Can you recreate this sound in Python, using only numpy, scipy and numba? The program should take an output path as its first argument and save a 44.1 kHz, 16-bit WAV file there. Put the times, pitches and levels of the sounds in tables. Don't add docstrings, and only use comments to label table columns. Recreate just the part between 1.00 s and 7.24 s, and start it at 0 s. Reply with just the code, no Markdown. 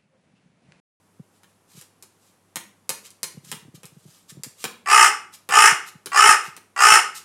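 import sys
import numpy as np
from scipy import signal
from scipy.fft import rfft, irfft
from scipy.io import wavfile
from scipy.ndimage import uniform_filter1d
from numba import njit

SR = 44100
rng = np.random.default_rng(int(sys.argv[2]) if len(sys.argv) > 2 else 0)


def materialize(psi):
    bounded = np.clip(np.atleast_2d(psi).T, -1, 1)
    quanta = np.round(bounded * 32767).astype(np.int16)
    wavfile.write(sys.argv[1], SR, quanta)


N = 275184
TIME = np.arange(N) / SR

# start and length in seconds, first and settled rattle rate in Hz,
# relative levels of rasp and core in dB, sag of the core in dB per second.
CALLS = [(3.860, .23, 81.08, 59.86, -15, -12.5, 67), (4.493, 0.22, 69.16, 56.91, -14.5, -12.5, 53),
         (5.118, .23, 76.95, 58.3, -15, -12.5, -5), (5.763, 0.23, 75.2, 57.82, -14, -12, 47)]
# time in seconds, relative levels of click and knock in dB.
IMPACTS = [(0.4335, -46, -58.5), (0.813, -34, -57.5), (1.0252, -32, -57.5), (1.5581, -15, -34.5),
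           (1.893, -10, -33), (2.105, -36, -68), (2.2312, -11.5, -38.5), (2.4484, -36.5, -61),
           (2.516, -19.5, -36), (2.8327, -36, -50), (2.8552, -33.5, -58), (3.4351, -18, -47),
           (3.6413, -16.5, -29), (4.4899, -21, -36), (5.0598, -21, -40), (5.5657, -29.5, -49)]
SETTLE_S = 0.0098


def from_db(db):
    return 10 ** (np.asarray(db) / 20)


def rms_one(x):
    return x / np.sqrt(np.mean(x ** 2) + 1e-20)


def at_hz(points, hz):
    freqs, values = np.transpose(points)
    return np.interp(np.log(np.maximum(hz, 1)), np.log(freqs), values)


def butter(x, hz, kind, order=2):
    return signal.sosfilt(signal.butter(order, hz, kind, fs=SR, output="sos"), x + 1e-18)


def colour(x, spectrum, size=4096):
    gain = from_db(at_hz(spectrum, np.arange(size // 2 + 1) * SR / size))
    cepstrum = irfft(np.log(gain))
    response = irfft(np.exp(rfft(2 * cepstrum * (np.arange(size) < size // 2))))
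    return signal.fftconvolve(x, response / np.linalg.norm(response))[:N]


def wander(hz):
    return rms_one(butter(rng.standard_normal(N), hz, "low"))


def strikes(times, gains):
    out = np.zeros(N)
    np.add.at(out, np.clip(np.round(np.asarray(times) * SR).astype(int), 0, N - 1), gains)
    return out


def still_air():
    # frequency in Hz, relative density in dB.
    spectrum = [(30, -23), (70, -19.5), (100, -8), (125, -12.5), (170, -0.5), (250, -6.5), (400, -8),
                (700, -12), (1000, -11.5), (1600, -17.5), (4000, -25), (11000, -23), (16000, -42)]
    return colour(rng.standard_normal(N), spectrum)


def mains_hum(hz=100):
    return np.sin(2 * np.pi * hz * TIME)


def echoes(early_db, early_s, tail_db):
    # frequency in Hz, time to fall 60 dB in seconds.
    t60 = [(150, 0.95), (500, 0.34), (1300, 0.39), (2700, 0.39), (5500, 0.33), (10000, 0.3), (15000, 0.3)]
    t = TIME[:SR]
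    edges_hz = np.geomspace(100, 17000, 13)
    tail = np.zeros(SR)
    for low, high in zip(edges_hz, edges_hz[1:]):
        decay = from_db(-60 * t / at_hz(t60, np.sqrt(low * high)))
        tail += butter(rng.standard_normal(SR), [low, high], "band") * decay * (t > 0.006)
    early = rng.standard_normal(SR) * np.exp(-t / early_s) * (t > 0.002)
    early *= from_db(early_db) / np.linalg.norm(early)
    return early + from_db(tail_db) * tail / np.linalg.norm(tail)


def hall(x, early_db, early_s, tail_db, bob_hz=3):
    pose = 2 * np.pi * bob_hz * TIME
    return x + sum(signal.fftconvolve(x * share, echoes(early_db, early_s, tail_db))[:N]
                   for share in (np.cos(pose), np.sin(pose)))


def low_thumps(gap_s=0.027, pulse_s=0.0036):
    # start and length in seconds, relative level in dB.
    spans = [(0.196, .01, -42), (.748, .03, -42.5), (2.345, .22, -44.5), (2.624, .06, -41.5),
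             (2.741, .035, -39), (2.842, .01, -41.5), (2.92, .06, -38), (3.054, .04, -42),
             (3.32, .085, -42.5), (3.464, .01, -41), (4.719, .01, -25.5), (4.952, .01, -42),
             (5.478, .01, -44.5)]
    events = [(s + SETTLE_S, knock_db - 11) for s, _, knock_db in IMPACTS]
    for start, length, db in spans:
        pace, force = rng.standard_normal((2, 12))
        gaps = gap_s * np.exp(0.16 * pace)
        offsets = np.cumsum(gaps) - gaps
        events += zip(start + offsets[offsets < length], db + 5 * force)
    times, db = np.transpose(events)
    lengths = pulse_s * np.exp(0.15 * rng.standard_normal(len(times)))
    pulses = np.cumsum(strikes(times, from_db(db)) - strikes(times + lengths, from_db(db)))
    return butter(butter(pulses, 235, "low"), 135.5, "high", order=7)


def swishes(grain_db=2.5, patchy_db=3.5):
    # centre and half-width in seconds, relative level in dB.
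    slides = [(0.347, .04, -71), (.475, 0.044, -72), (.764, 0.05, -54.5), (1.243, 0.095, -69.5),
              (2.054, 0.018, -49), (2.52, 0.07, -56), (2.755, 0.0084, -48), (3.135, 0.19, -66.5),
              (3.303, 0.013, -41.5), (3.611, 0.029, -47.5), (4.343, 0.014, -46), (4.876, 0.016, -39.5),
              (5.458, 0.024, -45), (6.176, 0.026, -40)]
    # frequency in Hz, relative level in dB.
    spectrum = [(710, -46), (1200, -10.5), (1460, -18), (2530, -12.5), (3320, -11), (7570, -8.5),
                (13300, -15.5), (16000, -32)]
    swell = sum(from_db(db) * np.exp(-((TIME - s) / half) ** 2) for s, half, db in slides)
    grains = from_db(grain_db * wander(400) + patchy_db * wander(8.4))
    return swell * rms_one(colour(grains * rng.standard_normal(N), spectrum))


def contact(times, db, grit, grit_s):
    impact = strikes(times, from_db(db))
    decay = signal.lfilter([1], [1, -np.exp(-1 / (grit_s * SR))], impact + 1e-18)
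    return impact + grit * decay * rng.standard_normal(N) / np.sqrt(grit_s * SR / 2)


def taps(knock_lag_s=0.00065):
    # frequency in Hz, relative level in dB.
    click_spectrum = [(1180, -43), (2000, -2.5), (3490, -11.5), (4230, 1.5), (5780, 2), (6250, 2.5),
                      (9010, 3.5), (12300, 0), (16000, -19.5)]
    board_spectrum = [(40, -51.5), (100, -21.5), (170, -7.5), (300, -8), (450, -0.5), (650, -11.5),
                      (950, -4), (1400, -6.5), (2100, -8.5), (3200, -6.5), (6000, -22.5)]
    tip_s, click_db, knock_db = np.transpose(IMPACTS)
    times = np.append(tip_s, tip_s + SETTLE_S)
    click = contact(times, np.append(click_db, click_db - 11) + 9.5, grit=1.05, grit_s=0.0043)
    knock = contact(times + knock_lag_s, np.append(knock_db - 1, knock_db) + 23, grit=1.08, grit_s=0.0044)
    return butter(colour(click, click_spectrum) + colour(knock, board_spectrum), 92, "high")


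@njit
def resonator(x, angle, r):
    y = np.zeros(len(x))
    for i in range(2, len(x)):
        drive = (1 - r * r) / 2 * (x[i] - x[i - 2])
        y[i] = drive + 2 * r * np.cos(angle[i]) * y[i - 1] - r * r * y[i - 2] + 1e-18
    return y


def formants(x, modes, tuning):
    out = np.zeros(N)
    for hz, width, db in modes:
        angle, r = 2 * np.pi * hz * tuning / SR, np.exp(-np.pi * width / SR)
        out += from_db(db) * resonator(resonator(x, angle, r), angle, r)
    return out


def even(x, size=1500):
    power = np.maximum(uniform_filter1d(uniform_filter1d(x ** 2, size), size), 0)
    return x / np.sqrt(power + np.mean(x ** 2) / 2)


def effort(top_db, slope_db_per_s, onset_db, attack_s, bend, release_s=0.045, release_db=10.5):
    start, length = np.transpose(CALLS)[:2]
    caw = np.maximum(np.searchsorted(start - release_s, TIME) - 1, 0)
    age = np.clip(TIME - start[caw], 0, length[caw])
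    attack = onset_db * np.maximum(1 - age / attack_s, 0) ** bend
    hold = (slope_db_per_s * np.ones(len(CALLS)))[caw] * np.maximum(age - attack_s, 0)
    release = release_db * np.maximum(1 - (length[caw] - age) / release_s, 0)
    return top_db[caw] - attack + hold - release


def rattle_times(jitter_s=0.0002, slowing_bursts=7):
    times = []
    for start, length, first_hz, settled_hz, *_ in CALLS:
        gaps = np.interp(np.arange(20), [0, slowing_bursts], [1 / first_hz, 1 / settled_hz])
        offsets = np.cumsum(gaps) - gaps
        times.extend(start + offsets[offsets < length])
    return np.array(times) + jitter_s * rng.standard_normal(len(times))


def beak_tuning(spread=0.00407):
    gesture = [(0, .91), (0.299, .985), (0.599, 1.01), (1, .99)]
    share, factor = np.transpose(gesture)
    times = np.concatenate([start + share * length for start, length, *_ in CALLS])
    return np.interp(TIME, times, np.tile(factor, len(CALLS))) * (1 + spread * wander(8.34))


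def ringing_core(bursts, pitch_hz, waver=0.00908, lag_s=0.0082, half_width_s=0.0052):
    # multiple of the pitch, relative level in dB.
    harmonics = [(1, -27.5), (2, -23.5), (3, 1.5)]
    phase = 2 * np.pi * np.cumsum(pitch_hz * (1 + waver * wander(55))) / SR
    swell = np.exp(-((TIME[:SR // 20] - lag_s) / half_width_s) ** 2)
    gate = signal.fftconvolve(strikes(bursts, 1), swell)[:N]
    return gate * sum(from_db(db) * np.sin(k * phase) for k, db in harmonics)


def syrinx(bursts, stretch, pitch_hz, jitter, decay_s, rough):
    gaps = (1 + jitter * rng.standard_normal((len(bursts), 5))) / pitch_hz
    delay = np.cumsum(gaps, axis=1) - gaps[:, :1]
    lasting_s = decay_s * np.interp(bursts, TIME, stretch)
    slaps = strikes((bursts[:, None] + delay).ravel(), np.exp(-delay / lasting_s[:, None]).ravel())
    latest = np.maximum(np.searchsorted(bursts, TIME) - 1, 0)
    age = TIME - bursts[latest]
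    airflow = (age > 0) * np.exp(-np.minimum(np.abs(age) / lasting_s[latest], 20))
    return rms_one(slaps) + rough * rms_one(airflow * rng.standard_normal(N))


def caws(pitch_hz=417):
    # centre before tuning in Hz, bandwidth of one pass in Hz, relative gain in dB.
    throat_modes = [(424.5, 120, -12), (875, 172, 2.5), (1260, 327, 6.5), (1441, 160, 1.5),
                    (1772, 208, 3.5), (2083, 160, 3), (2607, 224, 1), (2846, 207, 2), (2990, 48, -13),
                    (4100, 9900, -34.5)]
    beak_modes = [(5397, 340, 5), (5860, 790, 3.5), (7170, 1720, 1), (8240, 1800, -3), (8820, 2100, -8.5),
                  (10230, 620, -7.5), (12400, 1500, -17.5)]
    rasp_top_db, core_top_db, sag_db_per_s = np.transpose(CALLS)[4:]
    rasp_db = effort(rasp_top_db, slope_db_per_s=26.5, onset_db=18, attack_s=0.063, bend=1.6)
    core_db = effort(core_top_db, -sag_db_per_s, onset_db=26, attack_s=0.077, bend=1.02)
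    bursts, tuning = rattle_times(), beak_tuning()
    stretch = from_db(0.37 * (rasp_db - rasp_db.max()))
    core = even(ringing_core(bursts, pitch_hz * tuning)) * from_db(core_db - 0.4)
    buzz = syrinx(bursts, stretch, pitch_hz, jitter=0.091, decay_s=0.0033, rough=0.63)
    breath = syrinx(bursts, stretch, pitch_hz, jitter=0.2, decay_s=0.0076, rough=2.6)
    rasp = even(formants(buzz, throat_modes, tuning)) * from_db(rasp_db - 3)
    hiss = even(formants(breath, beak_modes, tuning ** 1.2)) * from_db(1.395 * rasp_db - 3)
    return core, rasp + hiss


def scene():
    walker = taps() + from_db(3.5) * swishes()
    near = hall(walker, early_db=-4.5, early_s=0.0069, tail_db=-6)
    core, hoarse = caws()
    far = hall(core, early_db=-16.5, early_s=0.018, tail_db=-12.5)
    far += hall(hoarse, early_db=-1.5, early_s=0.009, tail_db=-4)
    background = from_db(-63.5) * still_air() + from_db(-70.5) * mains_hum()
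    return (background + from_db(11) * low_thumps() + near + from_db(0.85) * far)[None]


def record(dry):
    clipped = np.clip(dry, -0.93, 0.93)
    return signal.sosfilt(signal.ellip(10, 0.1, 80, 16000, fs=SR, output="sos"), clipped)


dry = scene()
out = record(dry)
materialize(out)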